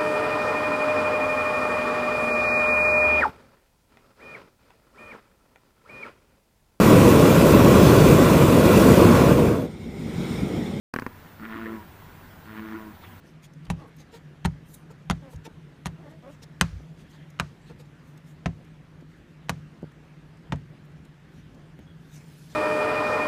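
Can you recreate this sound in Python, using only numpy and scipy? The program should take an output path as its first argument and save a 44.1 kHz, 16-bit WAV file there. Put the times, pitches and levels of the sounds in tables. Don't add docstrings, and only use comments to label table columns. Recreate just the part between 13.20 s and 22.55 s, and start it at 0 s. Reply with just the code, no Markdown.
import sys
import numpy as np
from scipy import signal
from scipy.fft import rfft, irfft, next_fast_len
from scipy.io import wavfile
from scipy.ndimage import uniform_filter1d, map_coordinates

SR = 44100
rng = np.random.default_rng(int(sys.argv[2]) if len(sys.argv) > 2 else 0)


def wav_out(sig):
    wavfile.write(sys.argv[1], SR, np.round(np.clip(np.atleast_2d(sig).T, -1, 1) * 32767).astype(np.int16))


def makeup_ratio(level_db):
    decades = np.asarray(level_db, float) / 20
    return 10 ** decades


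N = 412335
TIME = np.arange(N) / SR


def unit(x):
    return x / np.sqrt(np.mean(x ** 2) + 1e-20)


def along(points, hz):
    f, v = np.transpose(points)
    return np.interp(np.log(hz + 1), np.log(f + 1), v)


def filtered(x, response):
    m = next_fast_len(len(x) + SR // 4)
    return irfft(rfft(x, m) * response(np.fft.rfftfreq(m, 1 / SR)), m)[:len(x)]


def shaped(x, spectrum):
    return filtered(x, lambda hz: makeup_ratio(along(spectrum, hz)))


def resonant(peaks):
    def response(f):
        total = 0
        for k, (centre, width, db) in enumerate(peaks):
            damping = 1j * f * width
            total = total + (-1) ** k * makeup_ratio(db) * damping / (centre * centre - f * f + damping)
        return total
    return response


def noise(spectrum, patchy_db):
    z = signal.stft(rng.standard_normal(N + 512), nperseg=512)[2]
    field = uniform_filter1d(rng.standard_normal(z.shape), size=6, axis=0)
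    field = uniform_filter1d(field, size=10, axis=1)
    white = signal.istft(z * makeup_ratio(patchy_db * unit(field)), nperseg=512)[1][:N]
    return unit(shaped(white, spectrum))


def add(track, s, sound):
    part = track[round(s * SR):][:len(sound)]
    part += sound[:len(part)]


def ring(modes):
    t = TIME[:SR // 2]
    gains = makeup_ratio(1.5 * rng.standard_normal(len(modes)))
    out = 0
    for gain, (hz, db, t60, side) in zip(gains, modes):
        out = out + gain * side * makeup_ratio(db - 60 * t / t60) * np.sin(2 * np.pi * hz * t)
    return out


def echo(x, decays):
    out, step = np.zeros(N), SR // 3
    for k in range(0, N, step):
        hz, t, z = signal.stft(rng.standard_normal(SR // 2), SR, nperseg=256)
        fade = makeup_ratio(-60 * t / along(decays, hz)[:, None])
        tail = signal.istft(z * fade, SR, nperseg=256)[1]
        add(out, k / SR, signal.fftconvolve(x[k:k + step], tail / np.linalg.norm(tail)))
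    return out


# (frequency [Hz], width [Hz], level [dB])
HUM = [(145.76, 7.8, 0.5), (166.3, 12, -1.5)]
# (frequency [Hz], density [dB per Hz])
RUSH = [(25, -11.5), (60, -10), (100, -9.5), (160, -9), (290, -11.5), (420, -18), (800, -25), (1250, -26),
        (1700, -24.5), (2300, -29), (3200, -32.5), (4200, -37.5), (8000, -46), (15500, -54.5)]


def workshop():
    hum = filtered(rng.standard_normal(N), lambda hz: resonant(HUM)(hz) ** 2)
    sway = map_coordinates(rng.standard_normal(40), [TIME * 4])
    rush_db = -53.5 + 0.4 * sway
    return makeup_ratio(-51) * unit(hum) + makeup_ratio(rush_db) * noise(RUSH, patchy_db=1.68)


# (time [s], hiss level [dB])
HISS = [(0, -86), (1.5, -75.5), (4.6, -74), (5.7, -79), (8.0, -91), (8.75, -72), (8.9, -60.5),
        (9.35, -54.5)]
# (time [s], crack [dB], glass [dB], knock centre [Hz], edge sharpness [dB])
SLAPS = [
    (0.5001, -25.5, -23, 870, -0.5),
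    (1.2489, -23, -18, 860, -2),
    (1.8981, -19, -19.5, 920, -1.5),
    (2.6567, -26.5, -28.5, 1010, 0),
    (3.4106, -9.5, -19.5, 1264, 5.5),
    (4.1975, -16.5, -27, 1124, -4.5),
    (5.2578, -24.5, -21, 806, -22),
    (6.2933, -19, -28.5, 880, 0.5),
    (7.3211, -26.5, -24.5, 746, -19),
]


def faint_hiss():
    power = makeup_ratio(np.interp(TIME, *np.transpose(HISS))) ** 2
    drain_db, drain_t60 = -46.5, 0.89
    for s, db, *_ in SLAPS:
        add(power, s, makeup_ratio(db + drain_db - 60 * TIME[:SR] / drain_t60) ** 2)
    return power


# (time [s], length [s], level [dB], brightness [dB])
SWISHES = [(.083, .066, -73, 0.1), (.247, .026, -59, -1.5), (0.6, 0.063, -74, -12), (.682, 0.023, -80, 9),
           (0.805, 0.036, -63, -6), (.954, 0.041, -60, -4.5), (1.532, 0.097, -68.5, 7.5),
           (1.546, 0.011, -56, 9.5), (1.715, 0.015, -64.5, -1.5), (2.127, 0.04, -64.5, 1.5),
           (2.259, 0.019, -54, -6), (2.562, .024, -80, -8), (2.908, .023, -70, 1.5), (3.123, .048, -68, -4),
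           (3.234, 0.016, -55, -5.5), (3.806, .047, -68, -5), (3.912, .03, -70.5, 1),
           (3.952, 0.039, -72, -18), (4.492, 0.04, -68.5, -13), (4.604, .026, -64.5, -3),
           (4.892, .084, -77, 4), (5.092, .067, -70, 0), (5.91, 0.035, -78, -1.5), (5.976, .029, -78, 0.1),
           (6.111, 0.044, -84, -5), (7.653, 0.018, -81, 5), (8.164, 0.091, -73.5, -1),
           (8.956, 0.052, -61.5, 0), (9.17, .03, -78, 1.5)]
# (time [s], level [dB], brightness [dB])
SPITS = [(.338, -68, -2.5), (.454, -63, -10), (.469, -73, -15), (.769, -69, 9), (2.162, -63, -5),
         (3.027, -78, -12), (4.028, -75, -15), (4.105, -64.5, 1.5), (4.658, -77, -4), (4.978, -64.5, -1),
         (5.45, -69, -3), (5.811, -69, -7), (6.624, -75, -5), (6.72, -74, 4), (7.173, -71, -4),
         (7.721, -76, -7), (7.853, -65.5, -2.5), (8.349, -68.5, -6), (8.592, -73, 8)]
# (frequency [Hz], density [dB per Hz])
WET = [
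    [(700, -47.5), (2000, -22.5), (4000, -23), (5000, -26.5), (8000, -43)],
    [(3200, -20), (5000, 1), (6300, 6), (8500, -0.5), (13000, -19)],
    [(5500, -29), (9000, -15), (11000, -14), (15000, -18), (17000, -17)],
]


def water():
    power = np.outer(makeup_ratio([-9., -10.5, -11.]) ** 2, faint_hiss())
    spits = [(s, 0.0066, db, bright_db) for s, db, bright_db in SPITS]
    for s, length, db, bright_db in SWISHES + spits:
        span = slice(max(round((s - 2 * length) * SR), 0), round((s + 2 * length) * SR))
        bell = np.exp(-abs((TIME[span] - s) / (0.47 * length)) ** 2.05)
        low_db = db + 0.5 - 0.57 * bright_db
        power[:, span] += np.outer(makeup_ratio([low_db, db, db + bright_db]) ** 2, bell)
    drops = makeup_ratio(1.55 * unit(uniform_filter1d(rng.standard_normal(N), size=40)))
    return sum(np.sqrt(p) * unit(drops * noise(band, patchy_db=4.0)) for p, band in zip(power, WET))


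# (time [s], length [s], frequency
# [Hz], width [Hz], level [dB])
WHISTLES = [(.03, .05, 1700, 250, -67), (1.548, .008, 7500, 2500, -54), (2.262, .02, 5400, 700, -61),
            (2.9, .08, 1800, 200, -68), (3.232, .02, 5400, 700, -60), (3.95, .2, 3200, 600, -69),
            (3.97, .14, 1800, 350, -66), (4.44, .07, 7600, 800, -76), (4.47, .1, 1750, 200, -69),
            (8.63, .06, 6500, 250, -77), (8.695, .06, 3350, 200, -67), (8.96, .05, 6200, 1300, -61),
            (9.19, .04, 11000, 6000, -66), (9.315, .035, 4500, 5000, -60)]


def whistles():
    out = np.zeros(N)
    for s, length, hz, width_hz, db in WHISTLES:
        t = TIME[:round(2 * length * SR)]
        band = filtered(rng.standard_normal(SR // 2), lambda f: resonant([(hz, width_hz, 0)])(f) ** 2)
        swell = np.sin(np.pi * t / (2 * length)) ** 2
        add(out, max(s - length, 0), makeup_ratio(db) * unit(band)[:len(t)] * swell)
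    return out


# (frequency [Hz], density [dB per Hz])
CRACK = [(700, -33), (2200, 25.5), (2600, 22.5), (4000, 14), (5000, 4.5), (6500, 14.5), (8000, -6),
         (11000, -73.5)]
# (frequency [Hz], density [dB per Hz])
TOP = [(5000, -12), (8000, -6), (10000, -5), (12500, -12), (15500, -22)]
# (share of the knock centre [1], width [Hz], level [dB])
BLADE = [(0.549, 400, 0.5), (0.999, 549, 10.5), (1.4, 600, 9.5), (1.9, 734, 5), (2.598, 850, -56.5)]


def contact(knock_db, knock_hz, top_db, click_db, t60):
    t = TIME[:SR // 8]
    spikes = rng.standard_normal(len(t)) * rng.random(len(t)) ** 2
    force = .25 * unit(spikes) * makeup_ratio(-60 * t / np.clip(t60, .005, .2))
    force[:12] -= makeup_ratio(click_db) * np.hanning(12) ** 3
    force = np.pad(force, (32, 0))
    crack, top = shaped(force, CRACK), shaped(force, TOP)
    blade = resonant([(share * knock_hz, w, db) for share, w, db in BLADE])
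    soft_hz = 4650
    knock = filtered(force, lambda hz: blade(hz) / (1 + 1j * hz / soft_hz) ** 2)
    return sum(makeup_ratio(db) * part / abs(part).max() for db, part in ((0, crack), (knock_db, knock), (top_db, top)))


# (time [s], crack [dB], knock [dB], edge sharpness [dB])
TOUCHES = [(0.467, -52, 9, -20), (0.511, -48, -3, -7), (1.2456, -35, -2, -12), (1.256, -21.5, 3.5, -3),
           (1.9088, -23.5, 3.5, 0), (2.652, -48, 8, -9), (2.6672, -31.5, -1, 1), (2.6715, -46, -8, -1.5),
           (3.399, -54, -7, -3.5), (3.409, -43, -1, -16), (4.19, -40, 9, -18), (5.2604, -30, 4, -7.5),
           (6.2855, -47, 10, -14), (6.298, -30, 0, -22), (7.3229, -29.5, 7, -14), (7.358, -53, 1, 1.5),
           (8.589, -57, 11.5, -9)]
# (frequency [Hz], level [dB], t60 [s], side of the mode shape at the microphone [signed gain])
BOOM = [(60, 0, 0.23, -1)]
DRUM = [(82.6, -2.5, .14, 1.6), (97, -0.35, 0.26, -1), (120, -16, 0.65, -1.5)]
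ROOF = [(144, 0, .38, 1)]
GLASS = [(168, 0, .22, 1), (207, -3, .1, -1)]
UPPER = [(252, 0, 0.15, 0.74), (300, -5, .05, -1.1), (378.4, -5, 0.099, 1), (496, -10.5, 0.014, -0.25),
         (600, 14, 0.07, -0.023)]
SHARES_DB = [-6, -10, -11.5, -12.5]
SHARES_DB_PER_S = [-.3, 0.31, 1.1, 1.1]


def slaps():
    blade, body = np.zeros(N), np.zeros(N)
    for s, db, glass_db, knock_hz, top_db in SLAPS:
        t60 = .028 * np.exp(-0.06 * (db + 17.5))
        add(blade, s + .0004, makeup_ratio(db) * contact(6.5, knock_hz, top_db, click_db=3, t60=t60))
        shares_db = np.array(SHARES_DB) + s * np.array(SHARES_DB_PER_S)
        groups = (BOOM, DRUM, ROOF, UPPER)
        others = sum(makeup_ratio(share_db) * ring(modes) for share_db, modes in zip(shares_db, groups))
        add(body, s + .001, makeup_ratio(glass_db) * (ring(GLASS) + others))
    for s, db, knock_db, top_db in TOUCHES:
        add(blade, s, makeup_ratio(db - 1) * contact(knock_db, 1356, top_db, click_db=-6.0, t60=0.017))
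    return blade, body


# (time [s], push [dB], boom [dB], dullness [ms])
BUMPS = [
    (0.479, -42.5, 8, 2.4),
    (1.708, -32, -22, 6.6),
    (2.141, -36.5, 0, 2.6),
    (3.513, -39.5, 8.5, 4.4),
    (3.546, -38.5, 16, 13),
    (7.298, -34, -5, 3.4),
    (8.594, -41.5, -10, 1.9),
    (8.68, -47, 1, 4.5),
]


def bumps():
    out = np.zeros(N)
    for s, db, boom_db, ms in BUMPS:
        u = TIME[:SR // 20] * 3000 / ms
        push = u * np.exp(-u)
        damped = ring(GLASS + ROOF) * makeup_ratio(-200 * TIME[:SR // 2])
        sound = makeup_ratio(boom_db) * ring(BOOM + DRUM) + damped
        add(out, s, makeup_ratio(db) * np.convolve(sound, push / push.sum()))
    return out


# (frequency [Hz], density [dB per Hz])
FAR = [(200, -22), (1200, 10), (3000, -3.5), (7000, -10.5), (12000, -24.5), (16000, -37.5)]
# (frequency [Hz], t60 [s])
SHOP = [(300, 0.17), (2000, 0.32), (6000, 0.54), (14000, 0.067)]


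def shop_answer():
    blows = np.zeros(N)
    s, db = np.transpose(SLAPS)[:2]
    blows[np.round(s * SR).astype(int) + 400] = makeup_ratio(db)
    return echo(shaped(blows, FAR), SHOP)


# (time [s], length [s], slip rate at start [Hz], at end [Hz], level [dB])
SQUEAKS = [(0.569, 0.054, 300, 260, -58), (0.602, 0.058, 338.6, 203, -53), (0.642, 0.062, 292, 206, -58.5),
           (.789, 0.054, 300, 150, -61), (2.017, .05, 287.6, 270, -56), (2.059, 0.054, 271.5, 240, -56),
           (2.771, 0.08, 290.7, 440, -58.5), (2.827, 0.052, 334.6, 260, -57.5),
           (2.855, 0.036, 300, 290, -53.5), (2.891, 0.078, 300, 330, -58.5), (3.022, 0.061, 214, 294, -54),
           (3.057, .05, 262.7, 300, -52.5), (3.766, .12, 356, 350, -70)]
# (time [s], length [s], level [dB])
LIFTS = [
    (.926, 0.043, -49),
    (1.7, 0.016, -54),
    (2.126, 0.017, -54),
    (2.247, 0.034, -48.5),
    (3.216, 0.032, -57.5),
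    (4.494, 0.03, -53.5),
    (4.593, 0.017, -58),
]
# (frequency [Hz], width [Hz], level [dB])
RUBBER = [(266, 160, 2.5), (584, 326, 4.5), (910, 510, 2), (1200, 300, 0.5), (1950, 600, -13)]


def squeaks():
    out = np.zeros(N)
    lift_hz = 459
    lifts = [(s, length, lift_hz, lift_hz, db) for s, length, db in LIFTS]
    for s, length, hz0, hz1, db in SQUEAKS + lifts:
        t = TIME[:round(length * SR)]
        drift = uniform_filter1d(rng.standard_normal(SR // 8), size=500)[:len(t)]
        rate = np.interp(t, [0, length], [hz0, hz1]) * (1 + .6 * drift)
        turns = np.cumsum(rate) / SR
        slips = np.diff(np.floor(turns), prepend=0) * makeup_ratio(3 * rng.standard_normal(SR // 8)[:len(t)])
        slips += .022 * rng.standard_normal(SR // 8)[:len(t)]
        swell = np.sin(np.pi * t / length) ** 0.55
        add(out, s, makeup_ratio(db) * unit(filtered(np.pad(slips * swell, (0, 400)), resonant(RUBBER))))
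    return out


# (time [s], level [dB], lowest ring [Hz])
KNUCKLES = [(1.708, -47, 260), (2.276, -34, 300), (3.598, -46, 270), (3.605, -43, 286), (4.508, -40, 300),
            (5.824, -40, 260), (6.6287, -27.5, 220), (6.634, -36, 203), (6.6405, -30.5, 189),
            (8.589, -41, 260), (8.597, -42.5, 300)]
# (multiple of the lowest ring [1], width [Hz], level [dB])
TRIM = [(1., 110, 0), (2.6, 300, -7), (4.4, 350, -11)]


def knuckles():
    out = np.zeros(N)
    blow = np.pad(np.hanning(66), (0, 2000))
    for s, db, hz in KNUCKLES:
        knock = filtered(blow, resonant([(share * hz, w, level) for share, w, level in TRIM]))
        add(out, s, makeup_ratio(db) * knock / abs(knock).max())
    return out


# (frequency [Hz], t60 [s])
CABIN = [(300, 0.15), (1500, 0.052), (6000, 0.048), (14000, 0.0086)]


def scene():
    blade, body = slaps()
    near = blade + squeaks() + whistles()
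    space = makeup_ratio(-8) * echo(near, CABIN) + makeup_ratio(0.5) * shop_answer()
    return (near + space + body + bumps() + knuckles() + water() + workshop())[None]


def low_pass(x):
    return signal.sosfilt(signal.butter(12, 16450, fs=SR, output="sos"), x)


# (frequency [Hz], level [dB])
BAND = [(15, -40), (33, 0), (52, 2), (15300, -0.5), (15600, -20), (16500, -39.5)]


def record(dry):
    mix = shaped(dry[0], BAND)[None]
    return low_pass(mix)


dry = scene()
out = record(dry)
wav_out(out)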